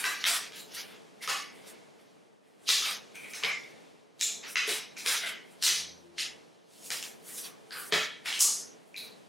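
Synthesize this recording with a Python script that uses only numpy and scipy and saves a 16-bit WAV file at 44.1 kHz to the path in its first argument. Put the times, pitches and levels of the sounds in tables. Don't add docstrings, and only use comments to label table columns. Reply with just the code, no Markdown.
import sys
import numpy as np
from scipy import signal
from scipy.fft import rfft, irfft
from scipy.io import wavfile
from scipy.ndimage import uniform_filter1d

SR = 44100
rng = np.random.default_rng(int(sys.argv[2]) if len(sys.argv) > 2 else 0)


def store_pcm(level_fs):
    pcm = np.round(np.clip(level_fs, -1, 1) * 32767).astype(np.int16)
    wavfile.write(sys.argv[1], SR, np.atleast_2d(pcm).T)


def gain_from_db(level_db):
    decades = np.asarray(level_db, float) / 20
    return 10 ** decades


N = 409248
STEP = 100

# start in seconds, peak in dB, ring of the sheet in Hz,
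# echo level in dB, brightness in dB.
CREASES = [(0.0415, -11.5, 1190, -30.5, -3.5), (0.241, -7, 4000, -36, -3), (0.2625, -22, 8700, -28.5, 4),
           (1.276, -14.5, 1200, -28.5, -4), (2.682, -55, 4090, -35.5, 10.5), (2.69, -2, 4000, -23.5, -1.2),
           (3.4361, -8, 2230, -39, -7.5), (7.027, -15.5, 2770, -48, 8), (4.2112, -6.5, 7000, -33.5, 4),
           (4.5568, -11.5, 2400, -28.5, -6), (4.679, -17, 2290, -33.5, -1.1), (4.692, -16, 2000, -35, -2),
           (5.0616, -8, 3420, -25.5, 0.2), (5.2609, -17, 2170, -42, -2.5), (5.6254, -4.5, 4080, -28, 7.5),
           (5.636, -15.5, 4270, -29.5, -2), (5.6649, -6, 6230, -27.5, -2),
           (6.1821, -18.5, 2740, -34.5, -0.5), (6.9041, -10, 2710, -34.5, 1.5), (7.9238, -9, 2400, -30, -4),
           (8.2582, -19, 2100, -34, -2), (8.327, -17.5, 2980, -36, -1.5), (8.392, -7, 6500, -29, 15.5),
           (8.4066, 0.8, 4770, -33, 13)]
# start in seconds, length in seconds,
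# level in dB, brightness in dB, extra middle range in dB.
PULLS = [(.001, 0.15, -26.5, 0, -3), (.562, .04, -44, 5, 2), (.748, .06, -39, 4, 1),
         (.266, 0.1, -18.5, -0.5, 0), (1.228, 0.17, -34, 1, 1.5), (2.685, 0.18, -29.5, 8.5, 11.5),
         (3.155, 0.14, -42.5, 0.5, -4), (3.34, 0.09, -38, -3, -2), (3.44, 0.07, -30, -4.5, 0),
         (4.21, 0.12, -47, 16.5, 17.5), (4.44, 0.11, -46, -11, -13), (4.678, 0.09, -24.5, 1.2, -2.5),
         (4.97, 0.062, -48, -5, 4), (5.06, 0.089, -24, 0.7, 0.5), (5.63, 0.18, -26.5, 5.5, 6),
         (6.19, 0.057, -41.5, 16, 18), (6.91, 0.17, -32, -1.2, 2.5), (7.725, 0.13, -37, -1, -2),
         (7.93, 0.11, -26.5, -5, -1), (8.26, 0.14, -30.5, -3, -14), (8.4, 0.21, -28, 6.5, -8),
         (8.975, 0.1, -44.5, 3, 3)]
# time of the top in seconds, length in seconds,
# level in dB, brightness in dB, extra middle range in dB.
SHUFFLES = [(.57, 0.021, -48, -2, 3), (.22, 0.04, -34, -3, 1), (.41, .04, -40, -5, 2),
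            (.78, 0.03, -35, -1, 2), (.86, 0.087, -46.5, -3.5, -3), (1.55, 0.042, -50, -2, -6),
            (1.68, 0.029, -42, 2, -1), (2.0, 0.18, -58, -0.5, 0), (2.47, 0.087, -62, 0, -3.5),
            (2.64, 0.026, -52.5, 1.5, -13), (2.86, 0.084, -25, 0.5, 2), (3.57, 0.14, -47, -2, 1),
            (4.52, 0.021, -48, 11.5, 2), (5.13, 0.05, -22.5, 1, -2), (5.52, 0.017, -53.5, 2.5, -7),
            (6.74, 0.043, -54.5, 6, 2.5), (6.86, 0.052, -46, 10.5, 1), (7.29, 0.073, -40.5, 3, -2.5),
            (7.385, 0.012, -35.5, 5.5, 0), (7.45, 0.02, -36.5, 2.5, 2), (7.8, 0.11, -39, 4, -5),
            (3.78, 0.14, -64, -7, -13), (5.25, 0.048, -29, -2.5, -22)]


def tint(x, points):
    size = 2048
    hz, gain_db = np.transpose(points)
    bin_hz = np.arange(size // 2 + 1) * SR / size
    log_gain = np.interp(np.log(bin_hz + 1), np.log(hz), gain_db) * np.log(10) / 20
    cepstrum = irfft(log_gain, size)
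    cepstrum[1:size // 2] *= 2
    cepstrum[size // 2 + 1:] = 0
    response = irfft(np.exp(rfft(cepstrum)), size)
    return signal.fftconvolve(x, response)[:len(x)]


def band(x, lo_hz, hi_hz):
    sos = signal.butter(2, [lo_hz, min(hi_hz, .45 * SR)], "band", fs=SR, output="sos")
    y = signal.sosfilt(sos, x)
    return y / np.sqrt(np.mean(y ** 2))


def curve(table):
    s, *columns = np.transpose(table)
    return [np.interp(np.arange(N) / SR, s, c) for c in columns]


def walk(rate):
    hold = int(SR / rate)
    levels = np.repeat(rng.standard_normal(N // hold + 1), hold)
    return 1.12 * uniform_filter1d(levels, hold)[:N]


def add(bus, s, x):
    i = int(s * SR)
    bus[i:i + len(x)] += x[:N - i]


def swell(s, length, rise_s, sag_db_s, fall_db_s):
    t = np.arange(0, N, STEP) / SR - s
    hold = -sag_db_s * np.clip(t, 0, length)
    fall = -fall_db_s * np.maximum(t - length, 0)
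    return np.where(t < 0, 20 * t / rise_s, hold + fall)


def smooth(x):
    return np.interp(np.arange(N), np.arange(0, N, STEP), x)


def strokes():
    let_go_db_s = 202.5, 302, 332
    settle_db, settle_db_s = (-25.5, -30.5, -33), (28.5, 28.5, 25)
    creep_db, creep_s = -26, 0.057
    power = np.zeros((3, len(range(0, N, STEP)))) + 1e-12
    for table, rise_s, sag_db_s in (PULLS, 0.016, 52.5), (SHUFFLES, 0.086, 55.5):
        for s, length, db, tilt_db, middle_db in table:
            for k, range_db in enumerate((db - tilt_db, db + middle_db, db + tilt_db)):
                stroke = gain_from_db(range_db + swell(s, length, rise_s, sag_db_s, let_go_db_s[k]))
                settle = gain_from_db(range_db + settle_db[k] + swell(s, 0, rise_s, 0, settle_db_s[k]))
                creep = gain_from_db(range_db + creep_db + swell(s, 0, creep_s, 0, let_go_db_s[k]))
                power[k] += stroke ** 2 + settle ** 2 + creep ** 2
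    return [smooth(10 * np.log10(p)) for p in power]


def hush(hush_db=-3, lead_s=0.025):
    out, lead = np.zeros(N), int(lead_s * SR)
    for s, peak_db, *_ in CREASES:
        if peak_db > -26 and s > lead_s:
            i = int(s * SR)
            out[i - lead:i] = hush_db * np.sqrt(np.arange(lead) / lead)
    return out


def patchy(x, patchy_db=2.6):
    _, _, spectra = signal.stft(x, SR, nperseg=512)
    field = uniform_filter1d(rng.standard_normal(spectra.shape), size=3, axis=0)
    field = uniform_filter1d(field, size=9, axis=1)
    gain = gain_from_db(patchy_db * field / field.std() - 1.17)
    return signal.istft(spectra * gain, SR, nperseg=512)[1][:N]


def rub(levels, flicker_db=0.5, own_db=1.27, grit_db=4.5, grit_share=0.006):
    # pitch in Hz, level in dB.
    rub_colour = [(700, 0.5), (1100, -1), (2200, 7.5), (4000, 5.5), (7000, 7), (10000, 3.5), (13000, -5.5),
                  (15500, -12.5)]
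    caught = rng.random(N) < grit_share
    grit = 1 + caught * gain_from_db(grit_db * np.minimum(rng.exponential(size=N), 2.8))
    fibres = tint(grit * rng.standard_normal(N), rub_colour)
    flutter_db = flicker_db * walk(60) + hush()
    out = 0
    for level_db, (lo, hi) in zip(levels, [(900, 4140), (2800, 6980), (5400, 25000)]):
        gain = gain_from_db(level_db - 7.5 + flutter_db + own_db * walk(30))
        out = out + gain * band(fibres, lo, hi)
    return patchy(out)


def facing(x):
    # time in seconds, treble change in dB.
    turns = [(0, 1.5), (.4, 1.5), (.55, 5), (.9, 5), (1.3, -1.5), (2.8, -3.5), (3.0, -5), (3.3, 2),
             (3.5, -5), (3.9, 5), (4.22, 1.5), (4.33, -7), (4.52, 6), (4.6, -5), (4.72, 0), (5.0, -2),
             (5.7, -0.8), (5.85, -14), (6.0, 2), (6.17, -14), (6.3, -22), (6.9, 4.5), (7.15, 2), (7.3, 8),
             (7.5, 6), (7.72, 0), (7.8, 9.5), (7.95, 2), (8.42, -2.5), (8.55, -13), (8.7, -22), (8.9, 9)]
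    sos = signal.butter(2, 10600, "high", fs=SR, output="sos")
    treble = signal.sosfiltfilt(sos, x)
    return x + (gain_from_db(curve(turns)[0]) - 1) * treble


def opening():
    open_db, hold_s, close_db_s, slew_s = -58, 0.044, 22, 0.15
    full_db, share = -49.5, 0.66
    db = []
    for s, length, level_db, *_ in list(PULLS) + list(SHUFFLES):
        missing_db = share * min(level_db - full_db, 0)
        db.append(missing_db + swell(s, length + hold_s, .03, 0, close_db_s))
    return open_db + uniform_filter1d(smooth(np.max(db, axis=0)), int(slew_s * SR))


def air(treble_share=1.55):
    # pitch in Hz, level in dB per Hz.
    air_colour = [(24, -56), (40, -38), (166, -2.5), (389, -2.5), (440, 3.5), (512, -3), (625, -2),
                  (1320, -10), (3170, -9.5), (6550, -14), (10000, -18.5), (14600, -34), (15700, -48)]
    level_db = opening()
    noise = tint(rng.standard_normal(N), air_colour)
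    body = signal.butter(2, [150, 700], "band", fs=SR, output="sos")
    noise = noise / np.std(signal.sosfilt(body, noise))
    low = signal.sosfilt(signal.butter(1, 900, fs=SR, output="sos"), noise)
    treble_db = -65.5 + treble_share * (level_db + 59.5)
    return gain_from_db(level_db) * low + gain_from_db(treble_db) * (noise - low)


def creases():
    # start in seconds, peak in dB, ring in Hz, brightness in dB.
    ticks = [(.0385, -24, 2000, -5), (4.665, -28, 6500, 5), (.5218, -31, 3050, -4), (.5482, -36, 3410, 1.5),
             (.5687, -32, 4070, 4), (.737, -34, 4220, -2.1), (1.2205, -35, 2100, -8),
             (1.2253, -30, 2110, -1.5), (2.6627, -38, 4000, .1), (3.153, -43, 2400, -2.5),
             (3.221, -43, 2300, -7), (3.245, -38, 2170, -9), (3.2862, -35, 2360, 7),
             (3.3361, -25, 6000, .1), (4.4375, -36, 2600, -6), (4.4676, -31, 2300, 3),
             (4.9223, -43, 2250, -3), (4.9683, -26, 2400, 2.1), (6.7116, -43, 2680, 4),
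             (6.7366, -42, 6660, 3), (6.8329, -37, 7100, 3), (4.1945, -30, 3880, 5), (4.186, -43, 7600, 8),
             (4.201, -25, 4060, 4), (8.2625, -22, 2160, -4), (5.6186, -26, 4400, 3), (8.337, -24, 3000, -2),
             (4.974, -31, 4840, 2), (2.4344, -54, 1070, -6), (2.5361, -56, 1470, -6),
             (7.659, -52, 1170, -3), (3.428, -24, 1500, -6), (7.7072, -31, 4590, -7),
             (8.9425, -42, 2450, -3), (8.964, -44, 4070, 2.1)]
    tick_echo_db = -15
    middle_hz, middle_octaves, middle_db = 4000, 0.47, 1
    rows = list(CREASES) + [(s, db, hz, db + tick_echo_db, tilt_db) for s, db, hz, tilt_db in ticks]
    out = []
    for s, db, hz, echo_db, tilt_db in rows:
        lift_db = middle_db * np.exp(-(np.log2(hz / middle_hz) / middle_octaves) ** 2)
        out.append((s, db, hz, echo_db - tilt_db, echo_db + lift_db, echo_db + tilt_db))
    return out


def snaps(ring_db=5, ring_width=.2, rough=.6, crack_s=.0011):
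    direct, walls, t = np.zeros(N), np.zeros(N), np.arange(1024) / SR
    rows = creases()
    click = 1. * (t == 0)
    for (s, peak_db, hz, dull_db, mid_db, bright_db), noise in zip(rows, rng.standard_normal((len(rows), 1024))):
        top_db = bright_db - 14.5 + .6 * min(bright_db - mid_db, 0)
        body = [(600, dull_db - 26.5), (1300, dull_db - 6.0), (2200, dull_db),
                (4300, mid_db), (8000, bright_db - 4), (15000, top_db)]
        note = [(hz * (1 - ring_width), 0), (hz, ring_db), (hz * (1 + ring_width), 0)]
        clean = tint(tint(click + 0.09 * noise * np.exp(-t / 0.0063), body), note)
        crack = tint(tint(click + rough * noise * np.exp(-t / crack_s), body), note)
        add(direct, s, gain_from_db(peak_db - 3.5) * crack / np.abs(crack).max())
        power = gain_from_db(dull_db) ** 2 + gain_from_db(mid_db) ** 2 + gain_from_db(bright_db) ** 2
        add(walls, s, clean * np.sqrt(power / np.sum(clean ** 2)))
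    return direct, walls


def flicks(slap_t60=0.016, note_cycles=2.3):
    # start in seconds, peak in dB, note in Hz.
    slaps = [
        (0.0418, -29, 1170),
        (0.291, -33, 1260),
        (1.277, -26, 1266),
        (2.6853, -39, 1210),
        (2.822, -33, 1254),
        (4.5585, -36, 1210),
        (5.0626, -41, 1203),
        (7.444, -46.5, 1120),
        (7.7526, -38, 1190),
        (8.408, -33.5, 1160),
    ]
    # start in seconds, peak in dB, note in Hz.
    notes_rung = [(.042, -31, 1595), (7.39, -41, 5880), (.77, -43, 3020), (.74, -47, 4100),
                  (.53, -50, 3300), (.76, -47, 5600), (5.235, -34, 2100), (5.236, -38, 1550),
                  (4.98, -46, 5800), (4.975, -47, 4100), (.565, -57, 4000), (1.3, -36, 1120),
                  (3.158, -49, 3020), (3.155, -46, 6140), (3.335, -38, 6100), (4.558, -26.5, 2830),
                  (4.211, -21, 7050), (4.212, -31, 3630), (4.558, -34, 4700), (4.558, -30.5, 6340),
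                  (5.262, -37, 3100), (5.667, -33, 4100), (5.667, -24.5, 5950), (8.408, -16, 6650),
                  (8.964, -35, 4050), (8.99, -42, 4400), (8.964, -44, 4600), (8.964, -45, 6500),
                  (8.9435, -39.5, 2400), (3.25, -51, 3150), (3.4365, -37, 4000), (3.4365, -38, 5100),
                  (3.428, -41, 1150), (3.352, -46, 5800), (.565, -50, 3000), (4.975, -42, 4900),
                  (7.708, -41, 4540), (7.76, -41.5, 1500), (7.924, -36, 3800), (8.405, -32, 8100),
                  (4.211, -39, 2360), (4.469, -41, 5800), (6.905, -44.5, 6300), (7.708, -44, 1605),
                  (7.924, -26, 3150), (7.94, -35, 1350), (7.945, -33, 1720), (8.327, -35, 3080),
                  (7.924, -28.5, 1860), (7.926, -28, 2360)]
    out, t = np.zeros(N), np.arange(2048) / SR
    for s, peak_db, hz in slaps:
        shape = gain_from_db(-60 * t / slap_t60) * (1 - np.exp(-t * hz))
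        add(out, s, gain_from_db(peak_db + .6) * shape * np.sin(2 * np.pi * hz * t))
    for s, peak_db, hz in notes_rung:
        u = t * hz / note_cycles
        add(out, s, gain_from_db(peak_db - .4) * u * np.exp(1 - u) * np.sin(2 * np.pi * hz * t))
    return tint(out, [(300, -30), (800, 0)])


def knocks(t60=.065, touch_s=.0028, dull=.3):
    # start in seconds, peak in dB, board note in Hz, depth below 200 Hz in dB.
    blows = [(0.291, -43, 686, -41), (1.29, -38, 795, -46), (2.689, -46, 447, -43),
             (3.435, -36.5, 454, -21.5), (4.677, -31, 430, -48), (5.059, -40.5, 462, -39),
             (5.234, -44.5, 661, -24), (5.664, -45.5, 374, -24), (6.904, -46, 471, -17),
             (7.747, -51, 490, -16), (7.922, -25, 430, -20), (7.925, -33, 620, -40), (3.437, -42, 800, -40),
             (1.28, -42, 520, -22), (0.045, -38, 1000, -40), (8.448, -46, 894, -43)]
    out, t = np.zeros(N), np.arange(4096) / SR
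    soft = 1 - np.exp(-t / touch_s)
    for (s, peak_db, hz, deep_db), noise in zip(blows, rng.standard_normal((len(blows), 4096))):
        board = np.sin(2 * np.pi * hz * t) + 0.2 * np.sin(2 * np.pi * 0.88 * hz * t)
        rattle = dull * band(noise, 330, 750)
        thud = gain_from_db(deep_db + 10.5) * np.sin(2 * np.pi * 165 * t)
        add(out, s, gain_from_db(peak_db + 1.5 - 60 * t / t60) * soft * (board + rattle + thud))
    return signal.sosfilt(signal.butter(3, 135, "high", fs=SR, output="sos"), out)


def early(direct, spread_s=0.0014):
    # delay in seconds, level in dB.
    echoes = [
        (.0035, -9.5),
        (0.0108, -4),
        (0.0157, -5.5),
        (0.026, -10),
    ]
    near, t = direct.copy(), np.arange(256) / SR
    for s, db in echoes:
        scatter = rng.standard_normal(len(t)) * np.exp(-t / spread_s)
        scatter = scatter / np.linalg.norm(scatter)
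        add(near, s, gain_from_db(db) * signal.fftconvolve(direct, scatter)[:N])
    return near


def room(build_s=0.0089, late_s=0.0038):
    # pitch in Hz, time to fade by 60 dB in seconds,
    # time in seconds at which the suppressor has taken 9 dB more.
    ring = [(150, 0.31, 3), (423, 0.27, 2), (1000, 0.53, -0.5), (2000, 0.57, 1.5), (4000, 0.68, 0.57),
            (6500, 0.7, 0.17), (9300, 0.54, -0.4), (13900, 0.23, -4)]
    t, out = np.arange(SR // 2) / SR, 0
    ring_hz, t60, knee = np.transpose(ring)
    edges = np.geomspace(70, 17900, 17)
    for lo, hi in zip(edges, edges[1:]):
        fade = gain_from_db(-60 * t / np.interp(lo, ring_hz, t60))
        fade = fade * np.exp(-(t / np.interp(lo, ring_hz, knee)) ** 2)
        out = out + np.sqrt((hi - lo) / SR) * fade * band(rng.standard_normal(len(t)), lo, hi)
    return out * (1 - np.exp(-np.maximum(t - late_s, 0) / build_s))


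def suppress(mid, side, deepest_db=-24):
    # pitch in Hz, level in dB.
    noise_guess = [(100, -92.5), (1000, -90.5), (3000, -67.5), (8000, -74.5), (16000, -99.5)]
    hz, _, spectra = signal.stft(np.array([mid, side]), SR, nperseg=512)
    power = uniform_filter1d(np.abs(spectra[0]) ** 2, size=9, axis=0)
    power = uniform_filter1d(power, size=3, axis=1)
    guess_hz, guess_level_db = np.transpose(noise_guess)
    guess_db = np.interp(np.log(hz + 1), np.log(guess_hz), guess_level_db)
    ratio = np.abs(power / gain_from_db(guess_db)[:, None] ** 2) ** 1.1
    gain = gain_from_db(deepest_db) + (1 - gain_from_db(deepest_db)) * ratio / (1 + ratio)
    return signal.istft(spectra * gain, SR, nperseg=512)[1][:, :N]


def pocket():
    # start in seconds, peak in dB, fall in dB per second.
    squeezes = [
        (3.156, -41.5, 63),
        (3.344, -48, 397),
        (3.442, -27, 130),
        (3.5, -29, 200),
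        (3.575, -41, 250),
        (1.215, -43, 40),
        (3.235, -47, 62),
        (3.68, -52, 350),
        (4.444, -58, 160),
        (4.972, -42, 97),
    ]
    # time in seconds, note in Hz.
    glide = [
        (1.3, 2090),
        (3.15, 2340),
        (3.33, 2370),
        (3.44, 2293),
        (3.7, 2125),
        (4.4, 2370),
    ]
    width_hz, overtone, overtone_db, rise_s = 330, 1.33, -12, 0.013
    level = smooth(sum(gain_from_db(db + swell(s, 0, rise_s, 0, fall)) for s, db, fall in squeezes))
    slow = signal.butter(3, width_hz / 2, fs=SR, output="sos")
    breath = signal.sosfilt(slow, rng.standard_normal((2, N)))
    phase = 2 * np.pi * np.cumsum(curve(glide)[0]) / SR
    note = breath[0] * np.cos(phase) + breath[1] * np.sin(phase)
    note = note + gain_from_db(overtone_db) * breath[1] * np.cos(overtone * phase)
    return level * gain_from_db(-6.0 + 2.0 * walk(70)) * note / breath.std()


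def drone():
    # time in seconds, level in dB.
    loudness = [
        (5.6, -96),
        (5.78, -59.5),
        (5.95, -64.5),
        (6.02, -74),
        (6.32, -72),
        (6.43, -90),
    ]
    # pitch in Hz, level in dB.
    lines = [(84, 1), (168, 2.5), (345, 1)]
    late_s = 0, 0, .28
    t, (s, level_db) = np.arange(N) / SR, np.transpose(loudness)
    out = 0
    for (hz, db), late in zip(lines, late_s):
        gain = gain_from_db(np.interp(t - late, s, level_db) + db + 2.1 * walk(6))
        out = out + gain * np.sin(2 * np.pi * hz * t)
    return out


def stereo(mid, side):
    # pitch in Hz, level in dB.
    side_colour = [(60, 15), (110, 1), (200, 4.5), (380, 1.5), (700, 0), (1290, -1), (2380, -4),
                   (4400, -13), (8120, -18.5), (15000, 3)]
    side = tint(side, side_colour)
    return np.array([mid + side, mid - side])


def scene():
    # pitch in Hz, level in dB.
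    edge_on = [(3000, 0), (7000, -4), (11000, -12), (16000, -20)]
    direct, walls = snaps()
    table, rings = knocks(), flicks()
    near = early(tint(direct, edge_on) + table + gain_from_db(3.5) * rings)
    walls = gain_from_db(-1.0) * walls + gain_from_db(-16.0) * rings
    ring_mid = signal.fftconvolve(walls + gain_from_db(-19) * table, room())[:N]
    ring_side = signal.fftconvolve(walls + gain_from_db(-25) * table, room())[:N]
    ring_mid, ring_side = suppress(ring_mid, ring_side)
    motor, levels = drone(), strokes()
    mid = facing(near + ring_mid + rub(levels)) + pocket() + air() + motor
    side_paper = facing(ring_side + rub(levels)) + pocket()
    side = gain_from_db(-15.5) * near + gain_from_db(-8.5) * side_paper + air() + gain_from_db(-14) * motor
    return stereo(mid, gain_from_db(2) * side)


def band_limit(x):
    return signal.sosfilt(signal.butter(12, 17020, fs=SR, output="sos"), x)


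def record(dry):
    limit, bass_hz, top_hz = .36, 90, 15850
    rounded = limit * np.tanh(dry / limit)
    thin = signal.sosfilt(signal.butter(2, bass_hz, "high", fs=SR, output="sos"), rounded)
    thin = signal.sosfilt(signal.ellip(10, .2, 70, top_hz, fs=SR, output="sos"), thin)
    return band_limit(thin)


dry = scene()
out = record(dry)
store_pcm(out)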